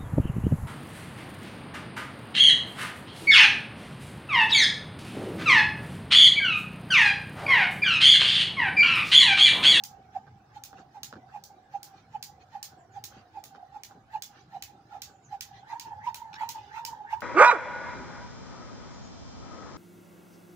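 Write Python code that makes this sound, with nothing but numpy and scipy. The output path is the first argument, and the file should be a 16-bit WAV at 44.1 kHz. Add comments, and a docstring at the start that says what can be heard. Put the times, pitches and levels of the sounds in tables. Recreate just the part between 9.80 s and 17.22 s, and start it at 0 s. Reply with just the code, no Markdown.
"""Skipping rope among trees

Someone skips with a thin rope on a paved patch, speeding up for the last turns. The rope whistles by
vortex shedding, whoops each time it sweeps past, then cracks on the pavement. Trainers land softly
between the slaps, over a faint outdoor rumble and a few high bird chirps."""
import sys
import numpy as np
from scipy import signal
from scipy.fft import rfft, irfft, next_fast_len
from scipy.io import wavfile
from scipy.ndimage import uniform_filter1d

SR = 44100
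rng = np.random.default_rng(int(sys.argv[2]) if len(sys.argv) > 2 else 0)


def generate_wav(signal):
    """Clip the signal to [-1, 1] and save it as 16-bit WAV at the path in sys.argv[1]."""
    frames = np.transpose(np.atleast_2d(signal))
    scaled = np.clip(frames, -1, 1) * 32767
    pcm = np.round(scaled).astype(np.int16)
    wavfile.write(sys.argv[1], SR, pcm)


N = 327222
T = np.arange(N) / SR
LEFT_LAG_S = 0.000125   # extra travel time to the left microphone

# One row per turn, timed as the rope sweeps past in front; the last two shape the whistle overhead:
# time_s, whoop_hz, whoop_db, whoop_width_s, swish_db, sag_hz, overhead_db
TURNS = [(-0.03, 800, -43, 0.017, -61, 60.4, -1), (0.368, 780, -33.5, 0.009, -53, 39.4, -6.5),
         (0.77, 838, -43.5, 0.0053, -51, 55.05, 3), (1.167, 839, -44, 0.01, -55, 70.1, 2),
         (1.561, 830, -36, 0.0094, -50.5, 50.2, -2.5), (1.955, 801, -37.5, .0094, -51, 45.15, -9),
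         (2.356, 841, -36.5, 0.0085, -53, 59.8, -3.5), (2.758, 825, -43.5, .015, -52, 105.4, -2.5),
         (3.176, 793, -42.5, 0.0094, -51.5, 75.7, -2), (3.577, 838, -44.5, .016, -53.5, 54.16, 7),
         (3.965, 846, -41.5, 0.0083, -53.5, 35.17, -5.5), (4.356, 859, -33, 0.011, -48, 44.43, -7),
         (4.756, 804, -40, 0.015, -52, 39.53, 0.5), (5.151, 798, -45, 0.018, -52.5, 49.5, -6),
         (5.541, 816, -36, 0.01, -49, 61, -1), (5.925, 866, -40, 0.016, -45.5, 84.2, -2.5),
         (6.28, 961, -31, 0.0078, -42, 75.07, -2), (6.627, 878, -36, .014, -40, 115.1, -6),
         (6.978, 893, -39.5, 0.013, -41.5, 79.6, -2.5), (7.335, 883, -25, .0057, -40, 79.5, 6)]


def from_db(db):
    """Decibels to amplitude ratio."""
    return 10 ** (np.asarray(db) / 20)


def rms_one(x):
    """Normalisation to unit rms."""
    return x / np.sqrt(np.mean(np.abs(x) ** 2) + 1e-20)


def gains(points, size):
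    """Magnitude response on the FFT grid, from rows of frequency_hz, gain_db."""
    hz, db = np.transpose(points)
    return from_db(np.interp(np.log(np.fft.rfftfreq(size, 1 / SR) + 1), np.log(hz), db))


def colour(x, points):
    """Zero-phase filtering gives a sound a spectrum."""
    size = next_fast_len(N)
    return irfft(rfft(x, size) * gains(points, size), size)[..., :N]


def noise(points, coherence, lag_s=0):
    """Partly coherent stereo noise with a given spectrum and a lag on the left; rms 1."""
    mid, side = rng.standard_normal((2, N))
    left, right = np.sqrt(1 + coherence) * mid + np.sqrt(1 - coherence) * side * [[1], [-1]]
    return rms_one(colour(np.array([np.roll(left, round(lag_s * SR)), right]), points))


def patchy(x, spread_db, size=1024):
    """Random modulation in time and frequency: a hiss flickers in short, narrow patches; rms 1."""
    cells = signal.stft(x, nperseg=size)[2]
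    chance = uniform_filter1d(rng.standard_normal(cells.shape[1:]), size=4, axis=0)
    chance = rms_one(uniform_filter1d(chance, size=5, axis=1))
    return rms_one(signal.istft(cells * from_db(spread_db * chance), nperseg=size)[1][:, :N])


def strike(force, points, size=1024):
    """Convolution of contact forces with a causal (minimum-phase) impulse response of peak 1."""
    cepstrum = irfft(np.log(gains(points, size)))
    cepstrum[1:size // 2] *= 2
    cepstrum[size // 2 + 1:] = 0
    response = irfft(np.exp(rfft(cepstrum)))
    return signal.oaconvolve(force, response[None] / np.abs(response).max(), axes=1)[:, :N]


def flutter(width_hz):
    """Complex envelope of narrow-band noise: slowly varying amplitude and phase; rms 1."""
    white = rng.standard_normal(N + SR) + 1j * rng.standard_normal(N + SR)
    return rms_one(signal.sosfilt(signal.butter(2, width_hz, fs=SR, output="sos"), white)[SR:])


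def narrow_band(pitch, width_hz, spread, left_lag_rad=0):
    """Narrow-band noise round a moving pitch; spread lowers the coherence of left and right; rms 1."""
    shared = flutter(width_hz)
    pair = np.array([shared * np.exp(-1j * lag) + spread * flutter(width_hz)
                     for lag in (left_lag_rad, 0)])
    return rms_one((pair * np.exp(2j * np.pi * np.cumsum(pitch) / SR)).real)


def later(x, delay_s):
    """Fractional delay by linear interpolation."""
    return np.interp(T - delay_s, T, x, left=0)


def from_right(x):
    """Path difference: direct sound reaches the left microphone a little later."""
    return np.array([np.roll(x, round(LEFT_LAG_S * SR)), x])


def clicks(times, db):
    """An impulse train, one impulse per event."""
    out = np.zeros(N)
    out[np.clip(np.round(times * SR).astype(int), 0, N - 1)] = from_db(db)
    return out


def dying(hits, t60_s):
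    """Exponential decay: an envelope that jumps at each impulse and falls 60 dB in t60_s."""
    return signal.lfilter([1], [1, -from_db(-60 / (t60_s * SR))], hits + 1e-18)


def swells(times, db, widths):
    """A sum of Gaussian envelopes, one per event; widths are standard deviations in seconds."""
    return sum(from_db(peak) * np.exp(-.5 * np.minimum(((T - centre) / width) ** 2, 100))
               for centre, peak, width in zip(times, db, widths))


def nearest_event(times):
    """For each sample, the row of the closest event."""
    return np.searchsorted((times[1:] + times[:-1]) / 2, T)


def outdoors():
    """Ambient noise: a coherent distant rumble under a diffuse hiss of air and leaves."""
    # Spectra of the rumble and of the hiss: frequency_hz, density_db
    rumble_spectrum = [(15, -54.5), (25, -36.5), (42, -30), (62, -6.5), (80, -5), (100, 0.5), (130, 1.5),
                       (170, -7), (300, -11.5), (600, -16.5), (1500, -25), (5000, -84.5)]
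    air_spectrum = [(15, -49), (25, 0.5), (108, -13.5), (270, -17.5), (575, -19.5), (677, -6), (775, -8.5),
                    (1040, -11), (1560, -12), (2610, -21), (5730, -24.5), (8360, -37.5), (13600, -44.5),
                    (14800, -31.5), (16000, -45)]
    # Slow drift of the rumble: time_s, level_db
    rumble_level = [(0.0, -60.5), (1.25, -59), (1.8, -60.5), (3.6, -59.5), (4.1, -61), (6.7, -60.5),
                    (7.42, -59)]
    drift = from_db(np.interp(T, *np.transpose(rumble_level)))
    rumble = drift * patchy(noise(rumble_spectrum, coherence=1.0), spread_db=3.5, size=2048)
    leaves = patchy(noise(air_spectrum, coherence=0.097), spread_db=5.0)
    return rumble + from_db(-67.0) * colour(leaves, [(20, -12), (120, 0.5)])


def bird():
    """Thin falling notes, blurred by scattering in the leaves and followed by one echo."""
    # Notes of a small bird: time_s, start_hz, end_hz, level_db, width_s
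    chirps = [(3.006, 7900, 6970, -71.5, 0.016), (3.142, 7000, 6200, -69, 0.016),
              (5.336, 7900, 6920, -73.5, 0.037), (5.458, 7200, 6170, -63, 0.016)]
    time_s, start_hz, end_hz, level_db, width_s = np.transpose(chirps)
    row = nearest_event(time_s)
    fallen = np.clip((T - time_s[row]) / width_s[row] / 2 + 0.81, 0, 1)
    pitch = start_hz[row] + fallen * (end_hz - start_hz)[row]
    notes = swells(time_s, level_db, width_s) * narrow_band(pitch, width_hz=170, spread=1.0)
    return notes + from_db(-4.5) * np.array([later(x, 0.024) for x in notes[::-1]])


def shoes():
    """Impact and friction: rubber soles tap and roll down, the weight thuds, and grit scuffs."""
    # Landings: start_s, tap_db, thud_db, hardness_db
    steps = [(0.178, -67, -55.5, 1), (0.469, -48.5, -67, 0), (0.9305, -47.5, -60, 8.5),
             (0.983, -43.5, -57, -3), (1.3274, -38, -53, 8), (1.356, -43.5, -50, 3), (1.49, -48, -84, -4),
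             (1.756, -74, -63, -12), (2.146, -48, -62, -32.5), (2.58, -75, -62, -10), (2.917, -50, -64, -5),
             (2.965, -65, -60, -11), (3.316, -53, -70, -1), (3.365, -46, -53, -25), (3.7498, -46, -54.5, 7),
             (4.111, -49, -69, 5.5), (4.151, -59, -53, -18), (4.552, -45, -66, -15), (4.932, -81, -59, -16),
             (5.289, -48.5, -59, -15), (6.062, -54, -55.5, -4), (6.752, -66, -68, -10),
             (7.102, -48, -65, 2)]
    # Soles sliding on grit: time_s, level_db, width_s
    scuffs = [(0.995, -60, 0.025), (2.178, -61.5, 0.031), (2.622, -61.5, 0.014), (3.375, -59.5, 0.037),
              (3.76, -64.5, 0.013), (4.153, -75, 0.0068), (4.585, -60, 0.037), (5.77, -60, 0.036),
              (6.533, -46.5, 0.002), (6.543, -43, 0.0023), (6.557, -49, 0.0086), (6.763, -62, 0.036),
              (6.865, -58.5, 0.046)]
    # Spectra of the sole's tap and of the weight's thud: frequency_hz, density_db
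    tap_spectrum = [(150, -16), (450, 3.5), (650, 6), (900, 1.5), (1250, 8), (1600, 9), (2100, -13),
                    (5000, -12.5), (12000, -50)]
    thud_spectrum = [(40, -20), (110, -1), (280, 5.5), (450, 1), (650, -9), (1000, -50), (4000, -62)]
    start_s, tap_db, thud_db, hardness_db = np.transpose(steps)
    knock = strike(from_right(clicks(start_s, tap_db + hardness_db)), tap_spectrum)
    contact_s = 0.01 * from_db(-.65 * hardness_db)   # a softer contact lasts longer
    rolling = swells(start_s + 0.011, tap_db - 10.5 + 0.25 * hardness_db, contact_s)
    roll = rolling * noise(tap_spectrum, coherence=0.47)
    weight = uniform_filter1d(dying(clicks(start_s + 0.0045, thud_db), t60_s=0.14), size=660)
    thud = from_db(5.5) * weight * noise(thud_spectrum, coherence=0.99)
    grit_spectrum = [(500, -4), (1600, 7.5), (3000, 8), (6500, -1.0), (8500, -24.5), (16000, -25)]
    grit = patchy(noise(grit_spectrum, coherence=0.11), spread_db=6.0)
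    return knock + roll + thud + swells(*np.transpose(scuffs)) * grit


def swing():
    """The whistle's pitch (Hz) and level (dB) follow rope speed, which sags overhead in every turn."""
    # The skipper's pace, steady and then faster: time_s, pitch_hz, level_db
    pace = [(0.0, 810, -55.5), (5.7, 813.6, -59), (5.97, 921, -43), (7.42, 914.5, -43)]
    # The whistle round one turn, dipping after the slap: turn_fraction, gain_db
    turn_loudness = [(0.03, 6.5), (0.15, 1), (0.25, -8.5), (0.41, 3), (0.7, -1), (0.85, -5.5)]
    time_s, *_, sag_hz, overhead_db = np.transpose(TURNS)
    starts = np.append(time_s, 2 * time_s[-1] - time_s[-2])
    turned = np.interp(T, starts, np.arange(len(starts)))
    row, fraction = turned.astype(int), turned % 1
    overhead = np.exp(-.5 * ((fraction - .68) / .15) ** 2)   # slowest 68% of the way round
    pace_s, pace_hz, pace_db = np.transpose(pace)
    pitch = np.interp(T, pace_s, pace_hz) - sag_hz[row] * overhead
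    turn_db = np.interp(fraction, *np.transpose(turn_loudness), period=1)
    return pitch, np.interp(T, pace_s, pace_db) + turn_db + overhead_db[row] * overhead


def rush(pitch, level_db):
    """Turbulence round the rope: a rising swish as it comes over, and a hiss that grows with speed."""
    # Spectrum of the turbulent hiss: frequency_hz, density_db
    hiss_spectrum = [(300, -22), (600, -12.5), (1150, 4.5), (1700, 7), (2200, -5), (2700, 1), (3300, -3),
                     (6800, -9.5), (8500, -24.5), (13000, -25.5), (15000, -15.5), (16500, -34)]
    time_s, whoop_hz, _, width_s, swish_db, *_ = np.transpose(TURNS)
    row = nearest_event(time_s)
    swish_s = time_s - 0.034   # the swish peaks ahead of the whoop
    rising_hz = whoop_hz[row] * (2.25 + 0.67 * np.tanh((T - swish_s[row] - .005) / 0.0503))
    peak_db = swish_db - 14.5 + 0.64 * (swish_db + 50.0)
    band = narrow_band(rising_hz, width_hz=160, spread=0.73, left_lag_rad=2.4)
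    swish = swells(swish_s, peak_db, width_s + 0.021) * band
    passing = swells(time_s - .005, swish_db - 6.5, width_s + 0.013)
    turning = from_db(level_db - 22 + 27 * np.log10(pitch / 850))
    hiss = patchy(noise(hiss_spectrum, coherence=0.14, lag_s=LEFT_LAG_S), spread_db=5.5)
    return swish + np.hypot(passing, turning) * hiss


def whistle(pitch, level_db):
    """Aeolian tone: vortex shedding at a rate set by speed, with a weaker drag tone an octave up."""
    lift = narrow_band(pitch, width_hz=35.7, spread=0.58, left_lag_rad=0.17)
    drag = from_db(-22) * narrow_band(2 * pitch, width_hz=86, spread=0.41, left_lag_rad=2.06)
    flapping = rms_one(from_db(3.5 * flutter(22).real))
    return from_db(level_db) * flapping * (lift + drag)


def whoops():
    """Superposition: the passing rope's whole arc sounds together in a burst with a third harmonic."""
    time_s, whoop_hz, whoop_db, width_s, *_ = np.transpose(TURNS)
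    row = nearest_event(time_s)
    pitch = whoop_hz[row] - 45 * np.tanh((T - time_s[row]) / 0.03)   # falls as the rope goes by
    phase = 2 * np.pi * np.cumsum(pitch) / SR
    rough = np.clip(width_s[row] / 0.018, 0, 1)   # slow sweeps are the ragged ones
    waver = np.sqrt(1 - rough ** 2) + rough * flutter(46.7)
    burst = swells(time_s, whoop_db, width_s)
    tone = burst * (waver * np.exp(1j * phase)).real
    direct = from_db([[6], [7.5]]) * np.array([later(tone, .00003), tone])   # louder on the right
    echo_s = .0125 + rng.uniform(0, 0.00232, 2)   # reflection from nearby trunks
    echo = from_db(-5) * np.array([later(tone, delay) for delay in echo_s])
    third = narrow_band(3 * pitch, width_hz=120, spread=.6, left_lag_rad=1.2)
    return direct + echo + from_db(-25) * (pitch / 850) ** 6 * burst * third


def slaps():
    """Impact and reverberation: the rope cracks and lies down on grit; fence and trees scatter it."""
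    # The rope hits the pavement: start_s, level_db, extra_body_db, extra_top_db
    impacts = [(0.0372, -22, -4, 0), (0.8374, -26, -1, 0), (1.2322, -22, 1, -2), (1.6384, -30, -9, -3),
               (2.0304, -30, 0, 5), (2.4267, -22, -2, -1), (2.8287, -22, -2, 0), (3.2398, -23, -2, 0),
               (3.6395, -31, 0, 3), (4.0345, -28, 2, 0), (4.4222, -22, -1, 0), (4.8237, -25, 3, 1),
               (5.2193, -22, -1, -5), (5.6086, -22, 2, 0), (5.9972, -25, 1, -3), (6.3446, -26, 4, 4),
               (6.6902, -20, 0, 0), (7.0504, -20, 0, -2), (7.406, -38, 7, 2)]
    # Spectra of the direct crack and of its scattered tail: frequency_hz, density_db
    crack_spectrum = [(300, -23), (1200, -17), (2400, -3), (3500, -5), (4400, 1.5), (6300, 1.5), (8500, -9),
                      (10000, -4.5), (13000, -8.5), (14800, -1), (16000, -11.5)]
    tail_spectrum = [(400, -30), (1300, -10.5), (2400, -6.5), (4400, 0.5), (6700, 3), (8300, -7.5),
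                     (13000, -6.5), (14800, -1), (15500, 3.5), (16000, -48)]
    start_s, level_db, extra_body_db, extra_top_db = np.transpose(impacts)
    hits = clicks(start_s, level_db)
    grains = rng.standard_normal((3, N)) * (rng.random((3, N)) < .25)   # separate touches on the grit
    grit = from_right(grains[0]) + 0.63 * grains[1:]
    laying = from_db(-8) * dying(later(hits, 9 / SR), t60_s=.022) * grit
    crack = from_db(0.5) * strike(from_right(hits) + laying, crack_spectrum)
    near = from_db(-23.0) * dying(hits, t60_s=0.22)
    far = from_db(-19.5) * dying(later(hits, 0.011), t60_s=0.19)
    lumps = from_db(0.43 * flutter(160).real)   # separate reflections make the tail uneven
    scatter = patchy(noise(tail_spectrum, coherence=0.084), spread_db=2.5)
    sound = crack + np.hypot(near, far) * lumps * scatter
    # Each slap has its own balance of body and top; air absorbs the top of late reflections.
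    row = np.maximum(np.searchsorted(start_s - .05, T) - 1, 0)
    body = colour(sound, [(3000, 1.5), (4100, -6.5), (6000, -69)])
    top = colour(sound, [(6000, -61.5), (7400, -12), (8400, -2.0)])
    body_gain = from_db(extra_body_db[row] + 1.55)
    top_gain = from_db(extra_top_db[row] - 1000 * (T - start_s[row]) ** 2)
    return sound + (body_gain - 1) * body + (top_gain - 1) * top


def scene():
    """All sources add at a microphone pair whose level difference depends on frequency."""
    # Balance of the pair: frequency_hz, left_minus_right_db
    balance = [(250, 0), (550, -1.5), (850, -4.5), (1400, -3), (2300, -1), (4000, -5.5), (7000, -5),
               (14000, 1.5)]
    pitch, level_db = swing()
    rope = whistle(pitch, level_db) + whoops() + rush(pitch, level_db) + slaps()
    sound = rope + shoes() + bird() + outdoors()
    return np.array([colour(channel, [(hz, side * db / 2) for hz, db in balance])
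                     for channel, side in zip(sound, (1, -1))])


def record(dry):
    """Band limiting: an elliptic low-pass filter cuts the top steeply."""
    cutoff_hz = 16300
    return signal.sosfilt(signal.ellip(10, .1, 70, cutoff_hz, fs=SR, output="sos"), dry)


dry = scene()
out = record(dry)
generate_wav(out)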